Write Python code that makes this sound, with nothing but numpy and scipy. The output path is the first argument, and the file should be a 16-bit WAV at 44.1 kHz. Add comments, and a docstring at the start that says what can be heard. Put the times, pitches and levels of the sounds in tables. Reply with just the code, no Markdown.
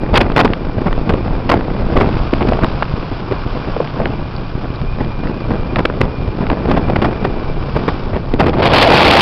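"""Wind buffets a small microphone in a motorbike-drawn cart on an open road.
Band noise rumbles, brighter as the air stream strengthens, until the input overloads; swells, puffs,
vortices and snaps add pressure thumps and tears. At the end the microphone meets the stream head-on.
Underneath, firing pulses ring the exhaust of a single-cylinder engine beside a sine drone; the tyres
hiss in coloured noise, the drive whines as a wavering sine and fittings tick as resonant noise."""
import sys
import numpy as np
from scipy import signal
from scipy.io import wavfile
from scipy.ndimage import uniform_filter1d

SR = 44100
rng = np.random.default_rng(int(sys.argv[2]) if len(sys.argv) > 2 else 0)


def generate_wav(signal):
    """Clip the signal to [-1, 1] and save it as 16-bit WAV at the path in sys.argv[1]."""
    frames = np.transpose(np.atleast_2d(signal))
    scaled = np.clip(frames, -1, 1) * 32767
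    pcm = np.round(scaled).astype(np.int16)
    wavfile.write(sys.argv[1], SR, pcm)


N = 406161
TIME = np.arange(N) / SR


def from_db(db):
    """Decibels to gain."""
    return 10 ** (np.asarray(db) / 20)


def highpass(x, order, hz):
    """Butterworth high-pass."""
    return signal.sosfilt(signal.butter(order, hz, "high", fs=SR, output="sos"), x)


def bandpass(x, order, low_hz, high_hz):
    """Butterworth band-pass."""
    return signal.sosfilt(signal.butter(order, [low_hz, high_hz], "band", fs=SR, output="sos"), x)


def lowpass_zero_phase(x, order, hz):
    """Butterworth low-pass run both ways."""
    return signal.sosfiltfilt(signal.butter(order, hz, fs=SR, output="sos"), x)


def rms_one(x):
    """Scale to unit power."""
    return x / np.sqrt(np.mean(x ** 2) + 1e-20)


def in_time(rows):
    """Each column of a curve at every sample."""
    time_s, *columns = np.transpose(rows)
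    return [np.interp(TIME, time_s, column) for column in columns]


def at_hz(rows, hz):
    """Each column of a spectrum at one frequency, interpolated over log frequency."""
    points_hz, *columns = np.transpose(rows)
    return [np.interp(np.log(hz), np.log(points_hz), column) for column in columns]


def around(time_s, before_s, after_s):
    """Slice of samples about a moment, cut at the start."""
    return slice(max(int((time_s - before_s) * SR), 0), int((time_s + after_s) * SR))


def drift(rate_hz):
    """Smooth chance with spread 1 that changes about rate_hz times a second."""
    step = 20  # samples per slow point
    settle = 2000
    r = np.exp(-2 * np.pi * rate_hz * step / SR)
    white = rng.standard_normal(N // step + 2 + settle)
    slow = signal.lfilter([1], [1, -2 * r, r * r], white)[settle:]
    return np.interp(np.arange(N) / step, np.arange(len(slow)), rms_one(slow))


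def noise_bands(low_hz, high_hz):
    """Yield (centre Hz, noise of unit power per Hz) for bands 0.4 octave wide."""
    edges_hz = 2 ** np.arange(np.log2(low_hz), np.log2(high_hz) + .4, .4)
    white = rng.standard_normal((2, N + SR // 2))  # neighbouring bands use separate noise
    for k, (low, high) in enumerate(zip(edges_hz, edges_hz[1:])):
        band = bandpass(white[k % 2], 2, low, high)[-N:]
        yield np.sqrt(low * high), rms_one(band) * np.sqrt(high - low)


def coloured_noise(colour):
    """Steady noise with the given spectrum; rms 1."""
    out = 0
    for hz, band in noise_bands(colour[0][0], colour[-1][0]):
        out = out + from_db(at_hz(colour, hz)[0]) * band
    return rms_one(out)


def resonate(x, modes):
    """Parallel two-pole resonances with alternating signs."""
    out = 0
    for k, (hz, width_hz, db) in enumerate(modes):
        r = np.exp(-np.pi * width_hz / SR)
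        poles = [1, -2 * r * np.cos(2 * np.pi * hz / SR), r * r]
        ring = signal.lfilter([1, 0, -1], poles, x + 1e-18)
        out = out + (-1) ** k * from_db(db) * (1 - r * r) / 2 * ring
    return out


# tyres on the road: (time [s], level [dB])
ROAD_LEVEL = [(0, -35.5), (1.8, -32.5), (2.1, -28.5), (2.7, -29), (3.2, -31), (3.6, -28.5), (4.0, -31.5),
              (4.3, -33), (6.3, -33.5), (7.6, -32.5), (7.9, -27.5), (8.2, -34.5)]
# tyre spectrum shape: (frequency [Hz], relative density [dB per Hz])
ROAD_COLOUR = [(100, -0.5), (250, -9.5), (500, -3), (800, -0.5), (1200, 0.5), (1600, -8.5), (1950, -19.5),
               (2600, -8), (3300, -15.5), (4200, -19.5), (5000, -12.5), (6000, -15)]


def tyres(grit_db):
    """Rolling noise, slightly grainy from the rough surface."""
    return from_db(in_time(ROAD_LEVEL)[0] + grit_db * drift(150)) * coloured_noise(ROAD_COLOUR)


# fittings touching: (time [s], onset level [dB])
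TICKS = [(4.364, -26.5), (4.759, -27)]
# ring of the fittings: (frequency [Hz], width [Hz], relative level [dB])
FITTING_MODES = [(3970, 240, 0), (4740, 500, -2)]


def ticks(decay_s):
    """Loose fittings touch briefly: decaying bursts of resonant noise."""
    touches = np.zeros(N)
    for time_s, db in TICKS:
        touches += from_db(db) * (TIME >= time_s) * np.exp(-np.abs(TIME - time_s) / decay_s)
    return touches * rms_one(resonate(rng.standard_normal(N), FITTING_MODES))


# drive whine, swooping as the load changes: (time [s], centre frequency [Hz])
WHINE_PITCH = [(0, 2390), (4.45, 2406), (4.8, 2335), (4.92, 2470), (5.03, 2378), (5.38, 2450), (5.5, 2364),
               (6.05, 2430), (7.2, 2374), (7.5, 2345)]
# drive whine: (time [s], level [dB])
WHINE_LEVEL = [(0.6, -47.5), (4.0, -49.5), (4.88, -43), (5.8, -47), (6.1, -44.5), (7.5, -44.5),
               (8.3, -50.5)]


def whine(waver_hz, blur_hz, flicker_db):
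    """A thin sine from the drive, unsteady in pitch and level."""
    pitch_hz = in_time(WHINE_PITCH)[0] + waver_hz * drift(6.8) + blur_hz * drift(150)
    cycles = np.cumsum(pitch_hz) / SR
    tone = np.sin(2 * np.pi * cycles) * from_db(flicker_db * drift(19))
    return from_db(in_time(WHINE_LEVEL)[0]) * rms_one(tone)


# engine: (time [s], mean crank speed [turns/s], level before the part gains [dB])
ENGINE = [(0, 62.4, -28), (1.5, 57.4, -25), (3, 58.3, -23.5), (6, 62.2, -25), (7.5, 66, -25.5),
          (9.21, 71.5, -35)]
# exhaust resonances: (frequency [Hz], width [Hz], relative level [dB])
EXHAUST_MODES = [(134, 36, 9), (168, 52, 1), (400, 170, -12)]


def engine(wander, uneven_db, putter_db, drone_db):
    """One firing every second turn rings the exhaust; the second crank order drones clean."""
    turns_per_s, level_db = in_time(ENGINE)
    turns = np.cumsum(turns_per_s * (1 + wander * drift(3.1))) / SR
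    firings = np.diff(np.floor(turns / 2), prepend=0) * from_db(uneven_db * drift(43))
    putter = rms_one(resonate(firings, EXHAUST_MODES))
    drone = rms_one(np.sin(2 * np.pi * 2 * turns))
    return from_db(level_db) * (from_db(putter_db) * putter + from_db(drone_db) * drone)


# slow pressure swells: (time [s], level before lumps [dB])
SWELL_LEVEL = [(0.0, -18.5), (0.18, -14.5), (0.62, -24), (1.13, -18.5), (2.59, -17.5), (2.84, -23.5),
               (8.44, -19.5), (8.93, -22)]
# swell spectrum shape: (frequency [Hz], relative density [dB per Hz])
SWELL_COLOUR = [(12, -0.5), (18, 0.5), (30, -1), (50, -8), (80, -9.5), (130, -15), (300, -50)]


def swell(lumps_db):
    """The largest eddies push the diaphragm slowly to and fro, in lumps with lulls between."""
    return from_db(in_time(SWELL_LEVEL)[0] + lumps_db * drift(17)) * coloured_noise(SWELL_COLOUR)


# dull pressure puffs: (time [s], peak level before the leak [dB])
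PUFFS = [(1.138, 2.5), (2.497, 1), (2.632, 1.5), (2.94, 0.5), (3.465, -2.5), (4.356, -3.5), (4.554, -2.5),
         (4.704, -4), (5.598, -6), (6.99, 2), (8.148, -1)]


def puffs(build_s, release_s, leak_hz):
    """Pressure piles up on the port and collapses; the capsule's vent leaks it away."""
    pressure = np.zeros(N)
    for time_s, db in PUFFS:
        near = np.abs(TIME - time_s) < .1
        age_s = TIME[near] - time_s
        pressure[near] += from_db(db) * np.exp(-np.maximum(-age_s / build_s, age_s / release_s))
    return highpass(pressure, 1, leak_hz)


# tight vortices crossing the port: (time [s], envelope peak [dB], nominal pitch [Hz])
VORTICES = [(1.14, 2, 481.6), (1.541, 3, 447), (2.333, 4, 402), (2.452, -3.5, 522), (2.488, -4.5, 450),
            (2.522, 0, 433), (2.589, -4.5, 602), (2.646, -4.5, 549.5), (2.825, -1.5, 496.3),
            (3.766, -5, 521), (3.804, -0.5, 345.4), (4.002, -3.5, 553), (4.06, -7.5, 600),
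            (6.502, -2.5, 796.2), (8.34, -0.5, 376)]


def vortices(rise_cycles, fall_cycles, tail_s, rough_octaves, steepness):
    """Ragged, steep-fronted pressure cycles: large vortices thump, small ones crack."""
    out, ragged = np.zeros(N), drift(2500)
    for time_s, db, hz in VORTICES:
        near = np.abs(TIME - time_s) < .05
        age_s = TIME[near] - time_s
        # the roughness is stretched to the vortex's own cycle
        roughness = np.interp(age_s * hz / 2500, age_s, ragged[near])
        phase = 2 * np.pi * np.cumsum(hz * 2 ** (rough_octaves * roughness)) / SR
        outside = np.maximum(-age_s / (rise_cycles / hz), age_s / (fall_cycles / hz + tail_s))
        out[near] += from_db(db) * np.exp(-outside) * np.sin(phase + steepness * np.sin(phase))
    return out


# air tearing at the port edge: (time [s], peak level [dB])
SNAPS = [(0.32, -14.5), (0.478, -13.5), (0.535, -6), (0.929, -11.5), (1.097, -14.5), (1.61, -14.5),
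         (2.336, -6), (2.409, -19), (2.427, -12), (2.488, -10.5), (2.534, -13), (2.591, -20), (2.645, -9),
         (2.829, -11), (3.766, -14), (3.875, -19), (4.002, -22), (4.057, -9), (5.272, -18), (5.76, -6),
         (6.015, -1), (6.468, -13.5), (6.501, -10), (7.056, -14), (8.339, -11.5)]


def snaps(low_hz, high_hz, top_hz, rise_s, fall_s):
    """Each tear is a few milliseconds of ragged pressure, full in the middle, falling in the treble."""
    ragged = bandpass(rng.standard_normal(N), 1, low_hz, high_hz)
    ragged = lowpass_zero_phase(ragged, 2, top_hz)
    short_power = uniform_filter1d(ragged ** 2, size=SR // 400)
    ragged = ragged / np.sqrt(short_power + 1e-12)
    envelope = np.zeros(N)
    for time_s, db in SNAPS:
        near = np.abs(TIME - time_s) < .03
        age_s = TIME[near] - time_s
        envelope[near] += from_db(db) * np.exp(-np.maximum(-age_s / rise_s, age_s / fall_s))
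    return envelope * ragged


# how squarely the microphone faces the stream: (time [s], share [0-1])
FACING = [(8.47, 0.3), (8.66, 0.78), (8.71, 0.87), (8.79, 1), (8.88, 0.92), (9.04, 1), (9.21, 0.95)]


def facing_share():
    """Share of the stream met head-on."""
    return np.clip(in_time(FACING)[0], 0, 1)


# steady air stream before the facing gain: (time [s], strength [dB])
STREAM = [(0, -30), (0.3, -28), (0.6, -31), (1.25, -29.5), (1.42, -30.5), (2.05, -30), (2.25, -37),
          (2.5, -26), (2.75, -35.5), (3.9, -35.5), (4.2, -37), (5.15, -37), (5.6, -31), (6.25, -32.5),
          (6.9, -27), (7.4, -32), (8.3, -32.5)]
# gusts: (crest time [s], strength [dB], rise constant [s])
GUSTS = [(0.17, -15.5, 0.068), (0.42, -17, 0.091), (0.87, -17.5, 0.06), (1.11, -17.5, 0.027),
         (1.517, -12.5, 0.03), (1.98, -17.5, 0.2), (2.49, -18.5, 0.07), (2.634, -14, 0.018),
         (3.029, -16.5, 0.0063), (3.121, -19.5, 0.0088), (3.319, -18, 0.02), (3.56, -18.5, 0.013),
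         (3.686, -19, 0.014), (3.821, -21, 0.041), (4.03, -19.5, 0.11), (4.645, -22, 0.058),
         (5.018, -19, 0.049), (5.25, -21.5, 0.12), (5.538, -18.5, 0.051), (5.79, -18.5, 0.033),
         (6.034, -17, 0.024), (6.432, -17.5, 0.045), (6.51, -17.5, 0.05), (6.704, -15, 0.047),
         (6.89, -17.5, 0.052), (7.048, -15, 0.023), (7.265, -19, 0.037), (7.77, -21, 0.072),
         (8.149, -16.5, 0.03), (8.45, -17, 0.084)]
FACING_GAIN_DB = 24.5
GUST_EBB = 1.88  # ebb constant / rise constant


def air_flow(facing):
    """Stream strength in dB: steady flow, more when met head-on, and gusts that swell and ebb."""
    flow = from_db(in_time(STREAM)[0] + FACING_GAIN_DB * facing)
    for crest_s, db, rise_s in GUSTS:
        near = around(crest_s, .3, .3)
        age_s = TIME[near] - crest_s
        outside = np.maximum(-age_s, age_s / GUST_EBB) / rise_s
        flow[near] = np.maximum(flow[near], from_db(db) * np.exp(-outside))
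    return 20 * np.log10(flow)


# sharp eddies slapping the port: (time [s], strength before buffet_db [dB], hold [s])
BUFFETS = [(0.14, -8.5, 0.016), (0.155, -3.5, 0.026), (0.205, -6, 0.013), (0.362, -6.5, 0.022),
           (0.391, -6, 0.025), (0.448, -8.5, 0.011), (0.871, -13.5, 0.017), (1.094, -10.5, 0.013),
           (1.136, -11, 0.0042), (1.493, -6, 0.012), (1.519, -10.5, 0.016), (1.968, -7, 0.0073),
           (2.002, -9, 0.019), (2.408, -12.5, 0.017), (2.485, -12, 0.0074), (5.763, -15.5, 0.0082),
           (5.785, -9.5, 0.01), (5.854, -5, 0.0022), (6.007, -12.5, 0.012), (6.526, -13.5, 0.0092),
           (6.714, -10, 0.0065), (6.767, -12, 0.018), (6.959, -8, 0.0058), (7.018, -10, 0.01),
           (7.246, -11, 0.0097), (7.761, -12, 0.016), (7.879, -11.5, 0.016), (8.394, -8.5, 0.023),
           (8.46, -11, 0.037), (8.532, -12.5, 0.014), (8.585, -12, 0.023), (8.621, -8.5, 0.06)]


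def wind_strength(flow_db, facing, flutter_db, lumps_db, gustiness, steadying,
                  buffet_db, rise_s, fall_s):
    """Strength in dB: the stronger of the fluttering flow and the sharp eddy passing."""
    flutter = drift(100)
    # mostly calm, with brief flaps of limited strength
    flutter = np.minimum(flutter + gustiness * (flutter ** 2 - 1), 2.6)
    unsteady_db = flutter_db * flutter + lumps_db * drift(15)
    stream_db = flow_db + (1 - steadying * facing) * unsteady_db
    eddies = np.zeros(N)
    for time_s, db, hold_s in BUFFETS:
        near = around(time_s, .1, .2)
        age_s = TIME[near] - time_s
        outside = np.maximum(-age_s / rise_s, (age_s - hold_s) / fall_s)
        eddy = from_db(db + buffet_db) * np.exp(-np.maximum(outside, 0))
        eddies[near] = np.maximum(eddies[near], eddy)
    return 20 * np.log10(np.maximum(from_db(stream_db), eddies))


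# moderate turbulence: (frequency [Hz], density [dB per Hz], growth [dB per dB of strength])
TURBULENCE = [(60.4, -46.5, 3.5), (122, -42.5, 0.82), (267, -43.5, 1.24), (472, -49.5, 1.3),
              (796, -56.5, 1.74), (1400, -65.5, 2), (1830, -70, 2), (2874, -80.5, 2.5), (3900, -99.5, 2.5),
              (5800, -87, 2.5)]
# rumble turning to a rush when met head-on: (frequency [Hz], added level at full facing [dB])
HEAD_ON = [(100, 1), (280, -1.5), (650, 2), (1600, -2.5), (2600, 7), (3300, 10.5), (4000, 19), (5500, 5.5)]
MODERATE_DB = -20
# strong eddies are small, so growth stops at a strength over moderate: at 150 Hz, and its rise
CEILING_DB, CEILING_DB_PER_OCTAVE = 4.5, 2.5


def wind(strength_db, facing, patchy_db, spike_db):
    """Faster air sheds smaller eddies, so the treble grows far more steeply than the bass."""
    out, excess_db = 0, strength_db - MODERATE_DB
    for hz, band in noise_bands(55, 6000):
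        density_db, growth = at_hz(TURBULENCE, hz)
        head_on_db = facing * at_hz(HEAD_ON, hz)[0]
        ceiling_db = CEILING_DB + CEILING_DB_PER_OCTAVE * np.log2(hz / 150)
        growth_db = growth * np.minimum(excess_db, ceiling_db)
        out = out + band * from_db(density_db + growth_db + head_on_db + patchy_db * drift(29))
    return out * from_db(spike_db * drift(250))  # turbulent pressure comes in short spikes


def scene():
    """Wind on the microphone over the sounds of the cart."""
    cart = tyres(grit_db=2.0) + ticks(decay_s=0.0022)
    cart = cart + whine(waver_hz=24.33, blur_hz=44, flicker_db=4.0)
    cart = cart + engine(wander=.006, uneven_db=4.0, putter_db=-8.0, drone_db=-6.5)

    facing = facing_share()
    swells = swell(lumps_db=3.0) * (1 - 0.17 * facing)
    knocks = puffs(build_s=0.0023, release_s=0.00063, leak_hz=35)
    knocks = knocks + vortices(rise_cycles=0.65, fall_cycles=1.03, tail_s=0.0011,
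                               rough_octaves=0.65, steepness=0.47)
    tears = snaps(low_hz=350, high_hz=1890, top_hz=3500, rise_s=0.00056, fall_s=0.0013)
    strength_db = wind_strength(air_flow(facing), facing, flutter_db=2.22, lumps_db=1.0,
                                gustiness=0.16, steadying=0.51,
                                buffet_db=-1.89, rise_s=0.0014, fall_s=0.0035)
    rumble = wind(strength_db, facing, patchy_db=0.86, spike_db=3.5)
    return (cart + swells + knocks + tears + rumble)[None]


INPUT_LIMIT, FULL_SCALE = 0.72, .71  # clip amplitudes
TREBLE_EDGE_HZ, CUTOFF_HZ = 5240, 15800


def record(dry):
    """The input overloads, a narrow-band recorder cuts the treble, and the overshoot clips once more."""
    overloaded = np.clip(dry, -INPUT_LIMIT, INPUT_LIMIT)
    narrow = lowpass_zero_phase(overloaded, 10, TREBLE_EDGE_HZ)
    clipped = np.clip(narrow, -FULL_SCALE, FULL_SCALE)
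    return signal.sosfilt(signal.cheby2(12, 70, CUTOFF_HZ, fs=SR, output="sos"), clipped)


dry = scene()
out = record(dry)
generate_wav(out)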